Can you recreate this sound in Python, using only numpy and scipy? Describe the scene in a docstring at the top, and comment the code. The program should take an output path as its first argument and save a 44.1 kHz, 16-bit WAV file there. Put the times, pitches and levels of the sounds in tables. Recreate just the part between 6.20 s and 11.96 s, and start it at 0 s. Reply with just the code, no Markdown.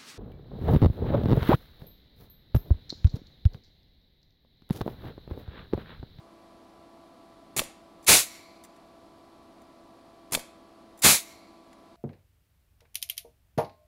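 """A workshop, ventilation humming behind. Close to the microphone, a hand-held pneumatic punch makes two
holes in a strip of sheet steel. Each time air rushes into the cylinder, the punch cracks through and rings
the jaw, and the piston thuds home. About half a second later the trigger is let go with a light tick:
the air blasts out, then bleeds away as the spring pushes the piston back."""
import sys
import numpy as np
from scipy import signal
from scipy.fft import rfft, irfft, next_fast_len
from scipy.io import wavfile
from scipy.ndimage import map_coordinates

SR = 44100
rng = np.random.default_rng(int(sys.argv[2]) if len(sys.argv) > 2 else 0)


def generate_wav(sig):
    """Save sig (samples, or channels by samples) to the path in sys.argv[1] as 16-bit PCM at SR."""
    pcm = np.round(np.clip(np.atleast_2d(sig).T, -1, 1) * 32767).astype(np.int16)
    wavfile.write(sys.argv[1], SR, pcm)


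N = 254012
T = np.arange(N) / SR


def amp(db):
    """Decibels to gain."""
    return 10 ** (np.asarray(db) / 20)


def unit(x):
    """Scale to rms 1."""
    return x / np.sqrt(np.mean(x ** 2) + 1e-20)


def along(points, hz):
    """Read (f/Hz, value) points on a log axis."""
    f, values = np.transpose(points)
    return np.interp(np.log(hz + 1), np.log(f + 1), values)


def filtered(x, response):
    """Filter x by a gain given as a function of frequency."""
    size = next_fast_len(N + 8192)
    return irfft(rfft(x, size) * response(np.fft.rfftfreq(size, 1 / SR)), size)[:N]


def tilt(f, db_per_octave):
    """Gain that slopes the treble, from about 1 kHz up."""
    return amp(db_per_octave * np.log2(f / 1000 + 1))


def noise(spectrum, tilt_db=0):
    """Noise of rms 1 with a given spectrum and treble tilt."""
    return unit(filtered(rng.standard_normal(N), lambda f: amp(along(spectrum, f)) * tilt(f, tilt_db)))


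def resonant(modes, tilt_db=0):
    """Noise of rms 1 ringing in resonances of alternating sign, with a treble tilt."""
    def body(f):
        return sum((-1) ** k * amp(db) * 1j * f * width / (hz ** 2 - f ** 2 + 1j * f * width)
                   for k, (hz, width, db) in enumerate(modes))
    return unit(filtered(rng.standard_normal(N), lambda f: body(f) * tilt(f, tilt_db)))


def wobble(rate):
    """A smooth random curve, rate knots a second."""
    return map_coordinates(rng.standard_normal(int(N * rate / SR) + 4), [T * rate])


def flow(start, attack_s, length_s, sag_db, stop_db_per_s):
    """Gain of an air flow: it opens, sags ever faster with the pressure, and dies after length_s."""
    age = T - start
    opening = np.clip(age / attack_s, 0, 1)
    spent = np.clip((age - attack_s) / (length_s - attack_s), 0, 1)
    return opening * amp(-sag_db * spent ** 2 - stop_db_per_s * np.maximum(age - length_s, 0))


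def blow(start, db, t60):
    """Gain of a sudden blow that dies away."""
    age = T - start
    return (age >= 0) * amp(db - 60 * np.clip(age / t60, 0, 3))


# fan motor lines: f/Hz, level/dB
FAN_LINES = [(258.4, -75), (333.8, -62.5), (398.4, -73), (667.5, -62.5), (1001, -68), (1147, -68.5),
             (1335, -77.5), (1669, -83.5), (2003, -84), (2336, -85)]
# air in the ducts: f/Hz, level/dB
DUCT_SPECTRUM = [(20, -15), (40, -7), (60, -5.5), (150, -8), (190, -1.5), (300, 1.5), (400, -8),
                 (720, -2.5), (900, -8.5), (1200, -10), (1550, -19), (2800, -22), (4300, -20), (6200, -30),
                 (9300, -32.5), (11000, -31), (13000, -38.5), (15800, -42)]


def ventilation(air_db=-56.5, hum_db=0.5, waver_db=0.67, drift_rad=0.39):
    """In the background, duct noise and the slightly unsteady hum of a fan motor."""
    hum = np.zeros(N)
    for hz, db in FAN_LINES:
        peak = np.sqrt(2) * amp(db + waver_db * wobble(6.7))
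        hum += peak * np.sin(2 * np.pi * hz * T + drift_rad * wobble(9) + 2 * wobble(0.98))
    return amp(air_db) * noise(DUCT_SPECTRUM) + amp(hum_db) * hum


# reverberation of the workshop: f/Hz, t60/s
ROOM_DECAY = [(100, .3), (1000, 0.51), (4000, 0.42), (9000, .32), (12000, 0.27), (15500, .2)]


def workshop(x, build_s=0.011, dull_hz=14000):
    """The walls' answer swells and reaches the microphone dulled; each frequency dies at its own speed."""
    hz, t, spectra = signal.stft(rng.standard_normal(SR), SR, nperseg=256)
    decay = amp(-60 * t / along(ROOM_DECAY, hz)[:, None])
    swell = 1 - np.exp(-t / build_s)
    tail = signal.istft(spectra * decay * swell, SR, nperseg=256)[1]
    answer = signal.fftconvolve(x, tail / np.linalg.norm(tail))[:N]
    return filtered(answer, lambda f: 1 / np.sqrt(1 + (f / dull_hz) ** 10))


# metal contacts: the trigger and strip handled, and the returning piston clicking at about 2.44 s: t/s,
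# level/dB, t60/s, tilt/(dB/octave)
CONTACTS = [(1.828, -59, 0.099, -1), (1.842, -53.5, 0.045, 0.5), (1.847, -46, 0.012, 0.5),
            (2.4379, -49, 0.072, 0), (2.449, -48.5, 0.03, -1.5), (2.5626, -57.5, 0.053, -7),
            (3.4176, -58.5, 0.029, -3), (4.1118, -49, 0.024, -4), (4.776, -55.5, 0.066, 1.5),
            (4.791, -52.5, 0.068, 6), (4.797, -52.5, .02, 3), (5.5298, -53.5, .03, -6)]
# trigger resonances: f/Hz, width/Hz, level/dB
TRIGGER_MODES = [(1940, 150, 0), (3600, 200, -2.5), (4900, 200, -6), (6000, 300, -3), (7230, 150, 4.5),
                 (8600, 700, -5), (10590, 300, 0.5), (13810, 540, -5), (15210, 500, -9.5)]


def ticks():
    """Light metal contacts of the trigger, the strip and the returning piston, close by but faint."""
    return sum(blow(start, db, t60) * resonant(TRIGGER_MODES, tilt_db)
               for start, db, t60, tilt_db in CONTACTS)


# exhaust port resonances: f/Hz, width/Hz, level/dB
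PORT_MODES = [(2180, 390, -1), (4200, 920, -4.5), (5675, 570, -18), (7190, 1000, -18.5), (9880, 700, -20.5),
              (12300, 900, -23.5)]


def sigh(start, rise_per_s=.19, in_tune_s=.19):
    """Noise in the port's resonances, which climb through their listed pitch as the cavity shrinks."""
    def peaks(f):
        return sum(amp(db) / (1 + (2 * (f - hz) / width) ** 2) for hz, width, db in PORT_MODES)
    air = filtered(rng.standard_normal(N), peaks)
    speed = 1 + rise_per_s * (np.clip(T - start, 0, .5) - in_tune_s)
    return unit(map_coordinates(air, [np.cumsum(speed)], mode="wrap"))


# trigger let go, for bleed and exhaust: t/s, wait until the valve opens wide/s, jet level/dB,
# roar relative to jet/dB, time until the cylinder is spent/s, tilt/(dB/octave), bleed level/dB
RELEASES = [(1.8641, 0.007, -12.5, -7, 0.14, 0.48, -53), (4.8184, 0.012, -13, -6, 0.14, 1.1, -56.5)]
# sizzle of the last air: f/Hz, level/dB
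SIZZLE_SPECTRUM = [(300, -12), (1200, 0), (1700, -0.5), (3000, 0.5), (3700, -1), (5000, -4), (5700, 5.5),
                   (6400, -2), (7200, 4), (8400, -6), (9700, -1), (10700, -7), (12200, -2.5), (13900, -15),
                   (15100, -14)]


def bleed(after_s=.13, sizzle_db=1.0, sizzle_power=2.9):
    """The spring pushes the piston back: a weak, even flow whose sizzle fades first as it trails off."""
    out = np.zeros(N)
    for release, *_, tilt_db, db in RELEASES:
        start = release + after_s
        air = flow(start, attack_s=.08, length_s=.16, sag_db=-.06, stop_db_per_s=55)
        breath = air * sigh(start)
        sizzle = amp(sizzle_db) * air ** sizzle_power * noise(SIZZLE_SPECTRUM, tilt_db)
        out += amp(db) * (breath + sizzle)
    return out


# bright jet at the outlet: f/Hz, level/dB
JET_SPECTRUM = [(200, -26), (400, -8.5), (1000, -9), (1700, -8.5), (2300, 0), (3100, -6), (3900, 0),
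                (5000, -3.5), (7300, 0), (8600, -3.5), (10300, -0.3), (11900, -7.5), (13200, -3.5),
                (14000, -13.5), (15800, -11.5)]
# its low roar: f/Hz, level/dB
ROAR_SPECTRUM = [(25, -12.5), (60, -4), (100, 2.5), (140, 0.5), (200, 3), (300, -0.5), (400, -5.5),
                 (550, 0.5), (1000, -4.5), (2400, -1), (5000, -18.5), (12000, -28)]


def exhaust(leak_db=-15, roar_power=2.3, flutter_db=.5):
    """The valve leaks, then the cylinder dumps its air: a jet that roars only at high pressure."""
    collapse = dict(sag_db=10, stop_db_per_s=341)
    out = np.zeros(N)
    for start, wait_s, db, roar_db, spent_s, tilt_db, _ in RELEASES:
        leak = amp(leak_db) * flow(start, attack_s=.006, length_s=spent_s, **collapse)
        blast = flow(start + wait_s, attack_s=.02, length_s=spent_s - wait_s, **collapse)
        jet = np.hypot(leak, blast)
        hiss = jet * noise(JET_SPECTRUM, tilt_db)
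        roar = amp(roar_db) * jet ** roar_power * noise(ROAR_SPECTRUM)
        out += amp(db) * (hiss + roar)
    return out * amp(flutter_db * wobble(330))


# trigger pulled, for inflow, thuds and snaps:
# t/s, inflow level/dB, steel level/dB, steel tilt/(dB/octave), piston level/dB, recoil level/dB
STROKES = [(1.3639, -26.5, -17.5, 1, -23, -44), (4.1204, -29, -17.5, -0.5, -23, -43)]
# hiss at the inlet: f/Hz, level/dB
INLET_SPECTRUM = [(20, -8), (50, -3), (200, 1.5), (450, -3), (850, -1), (1500, -11), (2100, -3), (2800, -9),
                  (3400, -10.5), (4400, -6), (5200, -10), (8000, -9), (10600, -2.5), (13000, -9),
                  (15800, -13.5)]
# valve passages: f/Hz, width/Hz, level/dB
VALVE_MODES = [(7020, 650, -1.5), (9400, 500, -5.5), (10070, 540, -6), (13500, 550, -18)]


def inflow(whistle_db=-5, flutter_db=1, spurt_after_s=.0355):
    """Air sputters through the valve's passages and fills the cylinder until the piston is home."""
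    hiss = unit(noise(INLET_SPECTRUM) + amp(whistle_db) * resonant(VALVE_MODES))
    air = np.zeros(N)
    for pull, db, *_ in STROKES:
        fill = flow(pull, attack_s=.0016, length_s=.036, sag_db=10.5, stop_db_per_s=500)
        spurt = blow(pull + spurt_after_s, db=3, t60=.012)  # the piston jumps as the steel gives
        air += amp(db) * (fill + spurt)
    return air * hiss * amp(flutter_db * wobble(400))


# the piston kicks off, lands on its stop and bounces: t after the pull/s, level/dB, f/Hz, t60/s
PISTON_KNOCKS = [(0, -8.5, 350, .012), (.0412, -3.5, 280.2, .014), (.054, -1, 555, .022)]


def thuds(recoil_after_s=.038):
    """Each knock of the piston makes a few damped swings; the whole tool recoils slowly."""
    def swing(start, db, hz, t60):
        return blow(start, db, t60) * np.sin(2 * np.pi * hz * (T - start))
    out = np.zeros(N)
    for pull, *_, piston_db, recoil_db in STROKES:
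        out += sum(swing(pull + after, piston_db + db, hz, t60) for after, db, hz, t60 in PISTON_KNOCKS)
        out += swing(pull + recoil_after_s, recoil_db, hz=13, t60=.2)
    return out


# the steel jaw with the strip in it: f/Hz, level/dB, t60/s
JAW_MODES = [(396, -11, 0.0061), (660, -9.5, 0.01), (1130, -7, 0.016), (1790, -8.5, 0.013),
             (2280, -5, 0.016), (2600, -7.5, .024), (3320, -3.5, 0.013), (3570, -5.5, 0.029),
             (4040, -7, .016), (4620, -8, 0.013), (5750, -14, .022), (7530, -11, 0.028),
             (7880, -11.5, 0.036), (9530, -11, 0.025), (13940, -15, .025)]


def jaw(start):
    """One ring of the jaw; the blow starts each mode in a random direction."""
    hz, db, t60 = np.transpose(JAW_MODES)[..., None]
    age = np.arange(SR // 10) / SR
    strength = amp(db) * rng.choice([-1, 1], hz.shape)
    ring = strength * amp(-60 * age / t60) * np.sin(2 * np.pi * hz * age)
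    return np.pad(ring.sum(axis=0), (round(start * SR), N))[:N]


# the punch bites twice, breaks through with a double crack, scrapes and rattles:
# t after the pull/s, level/dB, t60/s, jaw ring relative to crack/dB, tilt/(dB/octave)
CRACKS = [(.013, -0.5, .015, -17.5, 3), (0.0219, -2, 0.017, -13.5, 2.5), (.0281, -1, .009, -3, 1.6),
          (.03, -3, .017, 2.5, .5), (.0342, -8, .014, -9.5, -1.5), (.0531, -17, .008, -6, -4.5),
          (.072, -21.5, .055, -14, 2.57)]
# tearing steel: f/Hz, level/dB
CRACK_SPECTRUM = [(60, -15), (300, -3), (1100, 2), (1800, 1), (3000, 2), (5200, -1), (10000, 0),
                  (15800, -8.5)]


def snaps(rise_s=.00034):
    """Close to the microphone the steel tears in a few short cracks, each ringing the jaw."""
    out = np.zeros(N)
    for pull, _, steel_db, steel_tilt_db, *_ in STROKES:
        for after, db, t60, ring_db, tilt_db in CRACKS:
            start = pull + after
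            tear = blow(start, db, t60) * np.clip((T - start) / rise_s, 0, 1)
            crack = tear * noise(CRACK_SPECTRUM, tilt_db + steel_tilt_db)
            out += amp(steel_db) * (crack + amp(db + ring_db) * jaw(start))
    return out


def scene(hiss_room_db=-12.5, steel_room_db=-20, jet_room_db=-30):
    """One microphone near the tool, the room well behind; the narrow jet sounds drier than the stroke."""
    hiss = inflow()
    steel = snaps() + thuds() + ticks()
    jet = exhaust() + bleed()
    room = workshop(amp(hiss_room_db) * hiss + amp(steel_room_db) * steel + amp(jet_room_db) * jet)
    return (hiss + steel + jet + room + ventilation())[None]


def record(dry, ceiling=.68, top_hz=15780):
    """The recorder rounds off the highest peaks and keeps nothing above its band limit."""
    rounded = dry[0] / (1 + (dry[0] / ceiling) ** 4) ** .25
    return filtered(rounded, lambda hz: np.clip((top_hz - hz) / 200 + .5, 0, 1))[None]


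dry = scene()
out = record(dry)
generate_wav(out)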